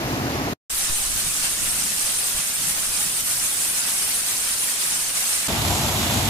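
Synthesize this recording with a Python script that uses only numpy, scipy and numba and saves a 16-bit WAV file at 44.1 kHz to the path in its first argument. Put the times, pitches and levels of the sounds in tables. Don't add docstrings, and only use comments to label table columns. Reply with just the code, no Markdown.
import sys
import numpy as np
from scipy import signal
from scipy.fft import rfft, irfft
from scipy.io import wavfile
from scipy.ndimage import uniform_filter1d
from numba import njit

SR = 44100
rng = np.random.default_rng(int(sys.argv[2]) if len(sys.argv) > 2 else 0)


def file_out(sig):
    cols = np.atleast_2d(sig).T
    lim = np.clip(cols, -1, 1)
    pcm = np.round(lim * 32767).astype(np.int16)
    wavfile.write(sys.argv[1], SR, pcm)


N = 277389
TIME = np.arange(N) / SR
FREQ = np.maximum(np.arange(N // 2 + 1) * SR / N, 1)
TOP_HZ = 15400
AT_BRIDGE, IN_YARD, BY_TORRENT = (0.0, 0.535), (0.696, 5.477), (5.478, 6.4)  # start/s, end/s
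BRIDGE_DB, RAIN_DB, WIND_DB = -24, -21, -40.5

# f/Hz, gain/dB
BRIDGE_SPECTRUM = [(25, -31), (55, -6), (80, -4), (122, 3), (170, -7.5), (265, 0), (380, -5), (500, -10.5),
                   (700, -8), (1400, -18), (2500, -21), (3400, -24.5), (4800, -24), (6800, -27),
                   (8700, -35.5), (10500, -30), (14000, -31), (15400, -36)]
# f/Hz, side gain/dB
BRIDGE_SIDE = [(60, -14), (110, -18), (200, -11.5), (380, -9), (700, -5.5), (1290, 3.5), (2380, 2),
               (4400, 0.5), (7000, 1), (8700, -7), (11000, 0)]

# f/Hz, gain/dB
WIND_SPECTRUM = [(8, 0), (25, 4), (48, 3.5), (75, -9.5), (110, -5), (150, -13), (210, -16.5), (500, -21),
                 (2000, -70)]
# t/s, level/dB re WIND_DB
WIND_GUSTS = [(0.88, -2), (0.92, 4), (1.03, 2.5), (1.15, 2.5), (1.36, -1), (1.55, -1), (1.68, 0.5),
              (2.2, -6.5), (2.6, -7), (2.8, -2), (3.15, -11.5), (3.43, -2), (3.65, -13), (4.15, -10),
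              (4.45, -9), (4.7, -10), (5.3, -7)]
# t/s, level/dB, decay/s, push +1 or pull -1
MIC_THUMPS = [(0.897, -26, 0.063, -1), (0.925, -38, 0.01, -1), (1.001, -31, 0.013, -1),
              (1.071, -31, 0.0077, -1), (1.247, -36, 0.0086, -1), (2.347, -30, .009, 1),
              (2.369, -34, .008, -1), (2.378, -32, .008, 1)]
# t/s, level/dB, f/Hz, decay/s
HAND_KNOCKS = [(0.899, -28, 85, .008), (0.899, -36, 330, 0.0039), (1.100, -32, 90, .007),
               (1.156, -33, 105, 0.013), (1.268, -29, 172, 0.0071), (2.394, -34, 163, 0.01)]

# f/Hz, gain/dB
RAIN_SPECTRUM = [(40, -22), (110, -9), (170, -8), (240, -10.5), (400, -15.5), (650, -12.5), (900, -14),
                 (1400, -11.3), (2000, -11.5), (2800, -9.5), (3500, -10), (4900, -8.5), (7300, -4.8),
                 (8600, 1.8), (10500, -1.6), (12500, -8), (14500, -10.8), (15400, -13.3)]
# f/Hz, side gain/dB
RAIN_SIDE = [(60, -18), (110, -30), (200, -15), (380, -7.5), (700, -4), (1290, 0.5), (2380, 0), (4400, 0),
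             (6500, 1), (8400, -6), (11000, -1), (15000, -1.5)]
# f/Hz, left minus right/dB
RAIN_PAN = [(60, 8), (110, 3), (200, -0.5), (380, 2.5), (700, 0), (1290, -0.8), (2900, 1), (4400, -0.3),
            (5400, -2), (8300, -3.5), (10500, 2), (15000, 0.5)]
# t/s, depth/dB, length/s
RAIN_DIPS = [(0.74, 2.3, 0.09), (1.125, 1.5, 0.063), (1.307, 2, 0.066), (1.545, 1.8, 0.093),
             (2.52, 1.5, 0.12), (2.83, 0, 0.05), (3.213, 1, 0.034), (4.19, 0.1, 0.051), (4.57, 1, 0.07),
             (4.74, 1, 0.05), (5.03, 3, 0.076), (5.137, 3, 0.063)]
# t/s, gain/dB
RUNOFF_SURGES = [(0.72, -5), (1.2, -1), (1.4, 0.5), (1.72, 7), (2.0, 1), (2.52, -2), (2.7, 7), (2.87, -1),
                 (3.05, 5), (3.2, 0), (3.8, -0.5), (4.4, -3.5), (4.75, -6), (4.94, 1), (5.12, -5.5),
                 (5.45, -6.5)]
# t/s, gain/dB
SPLASH_GAIN = [(0.7, 0.5), (2.3, 0.8), (3.2, 0), (4.5, 0.7), (5.3, 1.5)]
# t/s, change/dB, length/s
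SPLASH_SWELLS = [(0.89, 0.5, 0.052), (1.46, 1.8, 0.1), (2.39, 2, 0.053), (2.72, -0.5, 0.044)]
# t/s, gain/dB
SIZZLE_GAIN = [(0.7, -3), (2.1, -3), (3.0, -2.3), (3.9, -2.3), (4.7, -3), (5.25, -2.4), (5.39, -2.5),
               (5.47, -4.5)]

# f/Hz, gain/dB
TORRENT_SPECTRUM = [(25, -24), (58, -2.5), (92, 3), (165, -5), (205, -5.5), (370, -12), (490, -17),
                    (710, -10.5), (1080, -16), (1700, -20.5), (2700, -19.5), (3550, -18.5), (4900, -21.5),
                    (7600, -19), (9200, -25.5), (11500, -21.5), (14000, -32)]
# f/Hz, side gain/dB
TORRENT_SIDE = [(60, -14), (110, -19), (200, -17), (380, -9), (700, -6.5), (1290, 0), (2380, 1),
                (4400, 0.5), (8120, -6), (15000, -2)]
# f/Hz, left minus right/dB
TORRENT_PAN = [(60, 1.5), (110, 3), (200, 2.5), (380, 1.5), (700, 1.5), (1290, 0.5), (2380, -1), (3600, -6),
               (5500, 0.5), (8500, -0.5), (11500, -8), (15000, -7)]
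# t/s, level/dB
TORRENT_LEVEL = [(5.5, -20.5), (5.9, -21), (6.29, -20.5)]
# t/s, change/dB, length/s
RUMBLE_SWELLS = [(5.485, -11, 0.043), (5.53, 2, 0.025), (5.6, 2, 0.037), (5.715, 3, .04), (5.85, 4, 0.037),
                 (6.05, 5, 0.03), (6.275, 0, .05)]


def amp(db):
    return 10 ** (np.asarray(db) / 20)


def unit(x):
    return x / np.sqrt(np.mean(x ** 2))


def curve(rows):
    return np.interp(TIME, *np.transpose(rows))


def bumps(rows):
    return sum(db * np.exp(-(2 * (TIME - at) / length) ** 2) for at, db, length in rows)


def response(points):
    hz, db = np.transpose(points)
    return amp(np.interp(np.log(FREQ), np.log(hz), db))


def below(x, hz):
    return irfft(rfft(x) / (1 + (FREQ / hz) ** 4), N)


def walk(rate):
    hold = max(int(SR / rate), 1)
    steps = np.repeat(rng.standard_normal(N // hold + 2), hold)
    offset = rng.integers(hold)
    return unit(uniform_filter1d(steps[offset:offset + N], hold))


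def ports(x, colour, width, left_lead):
    mid, side = rfft(x) * response(colour)
    lead = left_lead / (1 + (FREQ / 1600) ** 4)
    side = (1j * lead * mid + np.sqrt(1 - lead ** 2) * side) * response(width)
    return irfft(np.array([mid + side, mid - side]), N)


def shade(x, balance):
    tilt = np.sqrt(response(balance))
    return irfft(rfft(x) * np.array([tilt, 1 / tilt]), N)


def window(span, fade_s, tail_db=-90, tail_s=0.0066):
    start, end = span
    fade_in = np.clip((TIME - start) / fade_s, 0, 1)
    fade_out = np.clip((end - TIME) / fade_s + .5, 0, 1)
    tail = amp(tail_db) * np.exp(-np.maximum(TIME - end, 0) / tail_s)
    return fade_in * np.maximum(fade_out, tail)


def haze():
    return unit(rng.standard_normal((2, N)))


@njit
def ring(starts, hz, cycles, sizes, rise):
    out = np.zeros((2, N))
    for k in range(len(starts)):
        length = int(cycles[k] * SR / hz[k]) + 2
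        phase = 0.
        for i in range(min(length, N - starts[k])):
            age = i / length
            phase += 2 * np.pi * hz[k] / SR * (1 + rise * age)
            pressure = np.sin(phase) * np.exp(-5 * age)
            out[0, starts[k] + i] += sizes[k, 0] * pressure
            out[1, starts[k] + i] += sizes[k, 1] * pressure
    return out


def grains(rate, lo_hz, hi_hz, cycles, spread_db):
    when, pitch, life, distance, bearing = rng.random((int(rate * N / SR), 5)).T
    starts = (when * N).astype(np.int64)
    hz = np.interp(pitch, [0, 1], np.sqrt([lo_hz, hi_hz])) ** 2
    size = amp(-spread_db * np.log(np.maximum(distance, .01))) * hz ** .75
    direction = np.stack([np.cos(2 * np.pi * bearing), np.sin(2 * np.pi * bearing)], axis=1)
    return unit(ring(starts, hz, cycles * (.5 + life), size[:, None] * direction, rise=0.036))


def spatter(rate, decay_s, spread_db):
    when, distance = rng.random((int(rate * N / SR), 2)).T
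    power = amp(-spread_db * np.log(np.maximum(distance, .02))) ** 2
    hits = np.bincount((when * N).astype(int), power, minlength=N)
    spray_power = signal.lfilter([1], [1, -np.exp(-1 / (decay_s * SR))], hits)
    return unit(haze() * np.sqrt(spray_power))


def flicker(x, band, count, depth_db, rate):
    band = np.clip(band, 0, count - 1)
    spectrum = rfft(x)
    bands = (irfft(spectrum * np.maximum(1 - abs(band - k), 0), N) for k in range(count))
    return sum(part * amp(depth_db * walk(rate)) for part in bands)


def churn(x, surge_db, surge_rate, flicker_db, flicker_rate):
    octave = np.log2(FREQ / TOP_HZ) + 9
    water = flicker(x, octave, count=10, depth_db=flicker_db, rate=flicker_rate)
    return water * amp(surge_db * walk(surge_rate))


def wind():
    eddies = irfft(rfft(haze()) * response(WIND_SPECTRUM), N)
    flutter = amp(1.9 * walk(25))
    return unit(eddies * flutter) * amp(WIND_DB + curve(WIND_GUSTS))


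def thumps(rise_s=0.00096):
    out = np.zeros(N)
    for start, db, decay, push in MIC_THUMPS:
        age = np.maximum(TIME - start, 0)
        out += push * amp(db) * (1 - np.exp(-age / rise_s)) * np.exp(-(age / decay) ** 2)
    return out


def knocks():
    out = np.zeros(N)
    for start, db, hz, decay in HAND_KNOCKS:
        age = np.maximum(TIME - start, 0)
        out += amp(db) * np.sin(2 * np.pi * hz * age) * np.exp(-age / decay)
    return out


def bridge_river():
    water = haze() + amp(-8) * grains(rate=3000, lo_hz=119, hi_hz=11950, cycles=13, spread_db=.5)
    glugs = grains(rate=160, lo_hz=195, hi_hz=340, cycles=14, spread_db=.6)
    water = churn(water + amp(-27) * glugs, surge_db=.2, surge_rate=14, flicker_db=.6, flicker_rate=18)
    return amp(BRIDGE_DB) * unit(ports(water, BRIDGE_SPECTRUM, BRIDGE_SIDE, left_lead=.93))


def torrent():
    bubbles = grains(rate=4000, lo_hz=70, hi_hz=13000, cycles=10, spread_db=1.5)
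    gulps = grains(rate=160, lo_hz=566, hi_hz=973, cycles=40, spread_db=-.5)
    foam = spatter(rate=200, decay_s=.004, spread_db=1.3)
    water = haze() + amp(-9.5) * bubbles + amp(-4) * foam + amp(-22) * gulps
    water = churn(water, surge_db=.2, surge_rate=12, flicker_db=.6, flicker_rate=16)
    water = unit(shade(ports(water, TORRENT_SPECTRUM, TORRENT_SIDE, left_lead=.25), TORRENT_PAN))
    rumble = below(water, 136)
    rumble_gain = amp(-2.2 + bumps(RUMBLE_SWELLS))
    return (water - rumble + rumble * rumble_gain) * amp(curve(TORRENT_LEVEL))


def yard_rain():
    ticks = grains(rate=14000, lo_hz=700, hi_hz=14000, cycles=2, spread_db=1.4)
    bubbles = grains(rate=4500, lo_hz=200, hi_hz=14000, cycles=18, spread_db=1.2)
    plinks = grains(rate=520, lo_hz=700, hi_hz=7000, cycles=200, spread_db=.9)
    fizz = grains(rate=900, lo_hz=7000, hi_hz=15000, cycles=260, spread_db=1.3)
    spray = below(spatter(rate=420, decay_s=.002, spread_db=.9), 6000)
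    water = haze() + amp(-9.5) * (ticks + spray) + amp(-6.5) * bubbles + amp(-8) * plinks + amp(-7) * fizz
    water = churn(water, surge_db=.1, surge_rate=11, flicker_db=.35, flicker_rate=18)
    water = unit(shade(ports(water, RAIN_SPECTRUM, RAIN_SIDE, left_lead=0), RAIN_PAN))
    runoff = below(water, 270)
    treble = water - below(water, 6900)
    splash = (water - runoff - treble) * amp(curve(SPLASH_GAIN) + bumps(SPLASH_SWELLS))
    strip = (TOP_HZ - FREQ) / 890
    sizzle = flicker(treble, strip, count=10, depth_db=2.3, rate=28) * amp(curve(SIZZLE_GAIN))
    gurgle_db = curve(RUNOFF_SURGES) + walk(11)
    swell_db = .6 * walk(28) - bumps(RAIN_DIPS)
    return amp(RAIN_DB) * (runoff * amp(gurgle_db) + (splash + sizzle) * amp(swell_db))


def scene():
    yard = yard_rain() + wind() + thumps() + knocks()
    return (bridge_river() * window(AT_BRIDGE, fade_s=0.00086, tail_db=-16)
            + yard * window(IN_YARD, fade_s=0.0067)
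            + torrent() * window(BY_TORRENT, fade_s=0.0046))


def record(dry):
    return signal.sosfilt(signal.ellip(10, .1, 80, TOP_HZ, fs=SR, output="sos"), dry)


dry = scene()
out = record(dry)
file_out(out)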